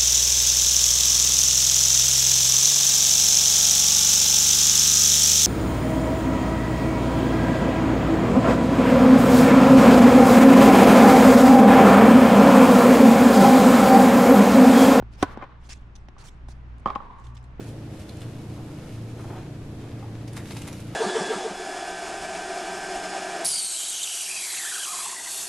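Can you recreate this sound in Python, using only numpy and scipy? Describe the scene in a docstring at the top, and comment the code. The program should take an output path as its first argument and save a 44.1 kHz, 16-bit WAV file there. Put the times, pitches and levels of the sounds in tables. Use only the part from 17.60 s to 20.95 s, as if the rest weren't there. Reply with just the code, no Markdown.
"""Plastic wrap is drawn off its roll across a bedroom. The peeling film rustles and hisses as many tiny random snaps,
and the sheet crackles in bursts, a few early and a longer run near the end.
The roll rubs as it turns, made from stick-slip grains through resonances, and knocks softly once.
A motor, probably an air conditioner, hums throughout: steady tones, a swelling drone and a rush of air."""
import sys
import numpy as np
from scipy import signal
from scipy.fft import rfft, irfft, next_fast_len
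from scipy.io import wavfile
from scipy.ndimage import map_coordinates

SR = 44100
rng = np.random.default_rng(int(sys.argv[2]) if len(sys.argv) > 2 else 0)


def int16_out(signal):
    """Quantize to a 16-bit WAV file."""
    q = np.round(np.clip(np.atleast_2d(signal).T, -1, 1) * 32767)
    wavfile.write(sys.argv[1], SR, q.astype(np.int16))


N = 147735  # length in samples


def amp(db):
    """Turn decibels into a gain."""
    return 10 ** (np.asarray(db) / 20)


def unit(x):
    """Scale to an average (rms) level of 1."""
    return x / np.sqrt(np.mean(x ** 2) + 1e-20)


def along(points, hz):
    """Read a curve of (frequency, value) points on a log frequency axis."""
    f, value = np.transpose(points)
    return np.interp(np.log(hz + 1), np.log(f + 1), value)


def clock():
    """The time of each sample in seconds."""
    return np.arange(N) / SR


def curves(rows):
    """Draw each column after the time as a curve with one value per sample."""
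    times, *columns = np.transpose(rows)
    return [np.interp(clock(), times, column) for column in columns]


def wobble(rate):
    """A smooth random curve with `rate` random points a second."""
    return map_coordinates(rng.standard_normal(1024), [clock() * rate], mode="wrap")


def filtered(x, response):
    """Multiply the spectrum of x by a response that depends on frequency."""
    size = next_fast_len(N + SR // 2)
    spectrum = rfft(x, size) * response(np.fft.rfftfreq(size, 1 / SR))
    return irfft(spectrum, size)[..., :N]


def coloured(x, spectrum):
    """Shape x with a (frequency, dB) curve, then bring it to rms 1."""
    return unit(filtered(x, lambda hz: amp(along(spectrum, hz))))


def stereo(pair, alike):
    """Blend two unrelated signals into left and right; the bass is nearly the same in both."""
    mono_below_hz = 234

    def mid_and_side(hz):
        turn = np.arccos(np.clip(along(alike, hz), -1, 1)) / 2
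        apart = 1 - 1 / (1 + (hz / mono_below_hz) ** 4)
        return np.array([np.cos(turn), np.sin(turn) * apart])

    mid, side = filtered(pair, mid_and_side)
    return np.array([mid + side, mid - side])


def grains(rate, spread_db, smear):
    """Tiny random snaps of uneven size, `rate` a second, over a smooth noise of level `smear`."""
    happens = rng.random(N) < rate / SR
    size = happens * amp(spread_db * np.clip(rng.standard_normal(N), -2, 2))
    snaps = unit(size * rng.standard_normal((2, N)))
    return snaps + smear * rng.standard_normal((2, N))


def swell(crest_s, rise_s, decay_s):
    """An exponential build-up to a crest, then an exponential decay."""
    t = clock() - crest_s
    return np.exp(np.minimum(t / rise_s, -t / decay_s))


def burst(x, envelope):
    """x under an envelope, with the energy of that envelope."""
    return unit(x * envelope) * np.sqrt(np.mean(envelope ** 2))


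def resonate(x, modes):
    """Pass x through (frequency, width, dB) resonances of alternating sign, then bring it to rms 1."""
    def response(f):
        total = 0
        for k, (centre, width, db) in enumerate(modes):
            damping = 1j * f * width
            total = total + (-1) ** k * amp(db) * damping / (centre ** 2 - f ** 2 + damping)
        return total

    return unit(filtered(x, response))


HUM_DRIFT = 0.49  # how far the phase of the hum wanders, radians


def tone(hz, db):
    """One hum line, a sine that wavers in level and phase."""
    phase = 2 * np.pi * (hz * clock() + rng.random()) + HUM_DRIFT * wobble(5)
    waver_db = 2 * wobble(5.23)
    return np.sqrt(2) * amp(db + waver_db) * np.sin(phase)


def motor():
    """Turning parts hum at multiples of the shaft rate, with a strong drone, over the rush of air."""
    shaft_hz = 28.5
    drone_hz, drone_gain_db = 114.1, 2.5
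    air_db = -40.5
    # hum of the turning shaft: [multiple of the shaft rate, middle level/dB]
    shaft_lines = [(1, -88), (2, -54), (5, -46.5), (6, -52), (7, -51), (8, -55), (10, -51.5), (11, -52)]
    # further tones of the machine: [f/Hz, middle level/dB]
    machine_lines = [(324, -54), (368, -61.5), (444, -57.5), (493, -61), (736, -71)]
    # the strongest line swells and fades, in two lists: [t/s, level before the drone gain/dB]
    drone_swells = [
        [(0.0, -47), (0.034, -42.5), (0.332, -45), (0.35, -58), (0.566, -46), (0.604, -46), (0.678, -34),
         (0.706, -53), (0.774, -37), (0.834, -59), (0.872, -39), (1.1, -45), (1.138, -61), (1.188, -40),
         (1.27, -69)],
        [(1.28, -53), (1.33, -39), (1.82, -41), (1.86, -56), (1.9, -40.5), (2.05, -49.5), (2.25, -40),
         (2.29, -54), (2.34, -38), (2.79, -41), (2.85, -52), (2.97, -39.5), (3.05, -50), (3.29, -41.5),
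         (3.35, -69)],
    ]
    # colour of the moving air: [f/Hz, relative level/dB]
    air_colour = [(20, -3), (30, -20), (42, -19), (60, -9), (90, 3), (125, -3.5), (170, -5), (260, -5),
                  (350, -8.5), (420, -12), (600, -13.5), (800, -19), (1200, -25), (2500, -30), (5000, -35),
                  (10000, -40.5), (12500, -43.5), (15000, -65)]
    # how alike left and right are in the air: [f/Hz, likeness from 0 to 1]
    air_alike = [(250, 0.94), (500, 0.82), (1000, 0.77), (2000, 0.18), (4000, 0.04), (9000, 0.027)]

    drone_db, = curves(np.vstack(drone_swells))
    drone_phase = 2 * np.pi * drone_hz * clock() + HUM_DRIFT * wobble(6.14)
    drone = np.sqrt(2) * amp(drone_db + drone_gain_db) * np.sin(drone_phase)
    hum = sum(tone(k * shaft_hz, db) for k, db in shaft_lines)
    hum = hum + sum(tone(hz, db) for hz, db in machine_lines)
    air = stereo(coloured(rng.standard_normal((2, N)), air_colour), air_alike)
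    return hum + drone + amp(air_db) * air


def room(x):
    """The bedroom's short echo tail, one random tail blended slowly into the next; each frequency dies at its own speed."""
    # time for the tail to fall by 60 dB: [f/Hz, time/s]
    fade_times = [(200, 0.55), (2000, 0.21), (6000, 0.2), (14000, 0.29)]
    out = np.zeros((2, N))
    places = np.linspace(0, N / SR, 10)  # the time at which each random tail is strongest
    for s in places:
        hz, t, noise = signal.stft(rng.standard_normal((2, SR // 2)), SR, nperseg=256)
        fade = amp(-60 * t / along(fade_times, hz)[:, None])
        tail = signal.istft(noise * fade, SR, nperseg=256)[1]
        tail = tail / np.linalg.norm(tail[0])
        share = np.sqrt(np.maximum(1 - abs(clock() - s) / places[1], 0))
        out += signal.fftconvolve(x * share, tail, axes=1)[:, :N]
    return out


def roll():
    """The film sticks and slips on the turning roll, scraping and sounding its hollow core; one soft knock."""
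    # rubs: [t at the crest/s, level/dB, build-up/s, decay/s, scrape level relative to the core/dB]
    rub_events = [(.98, -52.5, .05, .1, -14), (1.24, -53.5, .06, .04, 0), (1.59, -45, .028, .055, -15),
                  (1.645, -47.5, .01, .025, -7), (1.712, -41.5, .022, .05, -8),
                  (1.78, -49.5, .025, .035, -1), (2.24, -52, .039, .04, -7)]
    # resonances of the cardboard core: [f/Hz, width/Hz, relative level/dB]
    core_modes = [(356, 58, 2.5), (728, 166, 2.5), (900, 240, 0.5), (1320, 460, -4.5)]
    # resonances of film dragged over the roll: [f/Hz, width/Hz, relative level/dB]
    scrape_modes = [(1230, 450, 6), (1980, 1000, -2), (3340, 770, -7.5)]
    # resonances of the roll when knocked: [f/Hz, width/Hz, relative level/dB]
    knock_modes = [(500, 90, -6), (855, 110, 11), (1410, 460, -20)]
    knock_db = -42.5

    stutter_db = 2 * wobble(70)
    slips = grains(rate=1100, spread_db=4, smear=0.49) * amp(stutter_db)
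    friction = filtered(slips, lambda f: 1 / (1 + (f / 3000) ** 2))  # softer treble
    core = resonate(friction, core_modes)
    scrape = resonate(slips, scrape_modes)
    out = np.zeros((2, N))
    for s, db, rise, decay, scrape_db in rub_events:
        out += amp(db) * burst(core + amp(scrape_db) * scrape, swell(s, rise, decay))
    knock = resonate(rng.standard_normal((2, N)), knock_modes)
    knock_shape = swell(crest_s=2.428, rise_s=.0025, decay_s=.014)
    return out + amp(knock_db) * burst(knock, knock_shape)


def crackles():
    """Each crackle is an avalanche of snaps that rings its own crease and shakes the taut sheet."""
    # crackles: [t at the crest/s, level of the bright snaps/dB, low body relative to it/dB,
    # build-up/s, decay/s, ring of the crease f/Hz, ring relative to the snaps/dB]
    crackle_events = [(.398, -51, -4, 0.0052, 0.0072, 3360, -6),
                      (.495, -49.5, -10, 0.0048, 0.0051, 4200, 4), (.569, -54, -12, .0036, .006, 7200, -4),
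                      (.607, -51, -12, .002, .003, 8000, -2), (.618, -51.5, 0, .004, 0.014, 2950, 2),
                      (2.679, -51, 4, .003, 0.0091, 5440, -1.5), (2.733, -49.5, -3, .003, 0.0047, 8900, 2),
                      (2.77, -42, -3, 0.01, 0.0077, 1580, -3.5), (2.777, -48.5, 8, .003, .007, 690, 5),
                      (2.797, -62, -5, .005, .022, 1840, 14), (2.909, -51.5, 12.5, 0.0039, 0.0083, 4100, 2),
                      (2.92, -42.5, -3.5, 0.0033, 0.0061, 2090, -2), (2.951, -57, -5, .004, 0.01, 1880, 4),
                      (2.97, -42, 3, 0.0049, 0.0046, 2600, -5), (3.02, -41, -9, 0.0028, .004, 7800, -5),
                      (3.022, -55, -5, 0.0047, 0.0073, 2730, 7),
                      (3.078, -40.5, -2.5, 0.004, 0.0045, 9800, -4),
                      (3.085, -47, 0, 0.0027, 0.0052, 2480, -3), (3.13, -45, -5, .005, 0.0092, 5930, -5),
                      (3.203, -49, -16, .003, 0.0076, 7900, -10)]
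    # colour of the bright snaps: [f/Hz, relative level/dB]
    snap_colour = [(200, -25), (900, -4), (2500, 1.5), (4000, -3), (6000, -0.5), (7500, -1), (9500, 0),
                   (12000, -6), (15000, -26)]
    # colour of the shaken sheet, the low body: [f/Hz, relative level/dB]
    sheet_colour = [(150, -7), (450, -2.5), (750, 7.5), (1300, 0.5), (1900, 0), (2800, -3), (5000, -5),
                    (15000, -31)]
    crease_q = 11.4  # sharpness of the ring

    def snaps():
        unevenness_db = -1 * wobble(350)
        return grains(rate=2000, spread_db=4, smear=0.78) * amp(unevenness_db)

    bright = coloured(snaps(), snap_colour)
    low = coloured(snaps(), sheet_colour)
    pluck = snaps()
    out = np.zeros((2, N))
    for s, db, body_db, rise, decay, hz, ring_db in crackle_events:
        envelope = swell(s, rise, decay)
        crease = signal.lfilter(*signal.iirpeak(hz, crease_q, SR), pluck)
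        crackle = burst(bright, envelope)
        crackle = crackle + amp(body_db) * burst(low, envelope)
        crackle = crackle + amp(ring_db) * burst(crease, envelope)
        out += amp(db) * crackle
    return out


def peeling():
    """The clinging film lets go in dense tiny releases, heard as a rustle and a finer hiss."""
    # peeling and sliding: [t/s, rustle level before its gain/dB, hiss level before its gain/dB]
    peel_levels = [(0, -51.5, -61.5), (.09, -64, -59.5), (.15, -61, -77), (.29, -67, -76),
                   (.33, -57.5, -61), (.62, -58, -63), (.8, -63, -65.5), (1.08, -60.5, -64),
                   (1.24, -55, -63.5), (1.34, -61.5, -61.5), (1.45, -58.5, -69), (1.64, -66, -65),
                   (1.75, -56.5, -65), (1.86, -64, -79), (2.17, -67, -72), (2.24, -54.5, -68),
                   (2.5, -63, -77), (2.66, -61, -71), (2.85, -57, -60), (2.9, -53.5, -50.5),
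                   (3.04, -58, -59), (3.2, -57, -56.5), (3.35, -55.5, -65.5)]
    # colour of the rustle: [f/Hz, relative level/dB]
    rustle_colour = [(150, -7), (600, -21), (1300, 13), (2600, 8.5), (4200, 3), (7000, -3), (15000, -45)]
    # colour of the hiss: [f/Hz, relative level/dB]
    hiss_colour = [(500, -31), (2500, 2), (4500, -0.5), (7000, -2.5), (10000, -2.5), (12500, -8),
                   (15000, -20)]
    rustle_gain_db, hiss_gain_db = -1.0, 3.5

    rustle_db, hiss_db = curves(peel_levels)
    flutter_db = 2.2 * wobble(25.83)
    rustle = coloured(grains(rate=900, spread_db=4.5, smear=1.0), rustle_colour)
    hiss = coloured(grains(rate=4000, spread_db=4.0, smear=0.21), hiss_colour)
    film = amp(rustle_db + rustle_gain_db) * rustle + amp(hiss_db + hiss_gain_db) * hiss
    return amp(flutter_db) * film


def scene():
    """Film and roll sound in the room, over the motor."""
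    # how alike left and right are in the film sounds: [f/Hz, likeness from 0 to 1]
    film_alike = [(300, 1), (1000, 0.95), (2500, 1), (5000, 0.49), (8000, 0.29), (12000, 0)]
    room_db = -4.5
    film = peeling() + crackles() + roll()
    return stereo(film + amp(room_db) * room(film), film_alike) + motor()


def record(dry):
    """Cut everything from the top frequency upward."""
    top_hz = 15200
    return filtered(dry, lambda hz: hz < top_hz)


dry = scene()
out = record(dry)
int16_out(out)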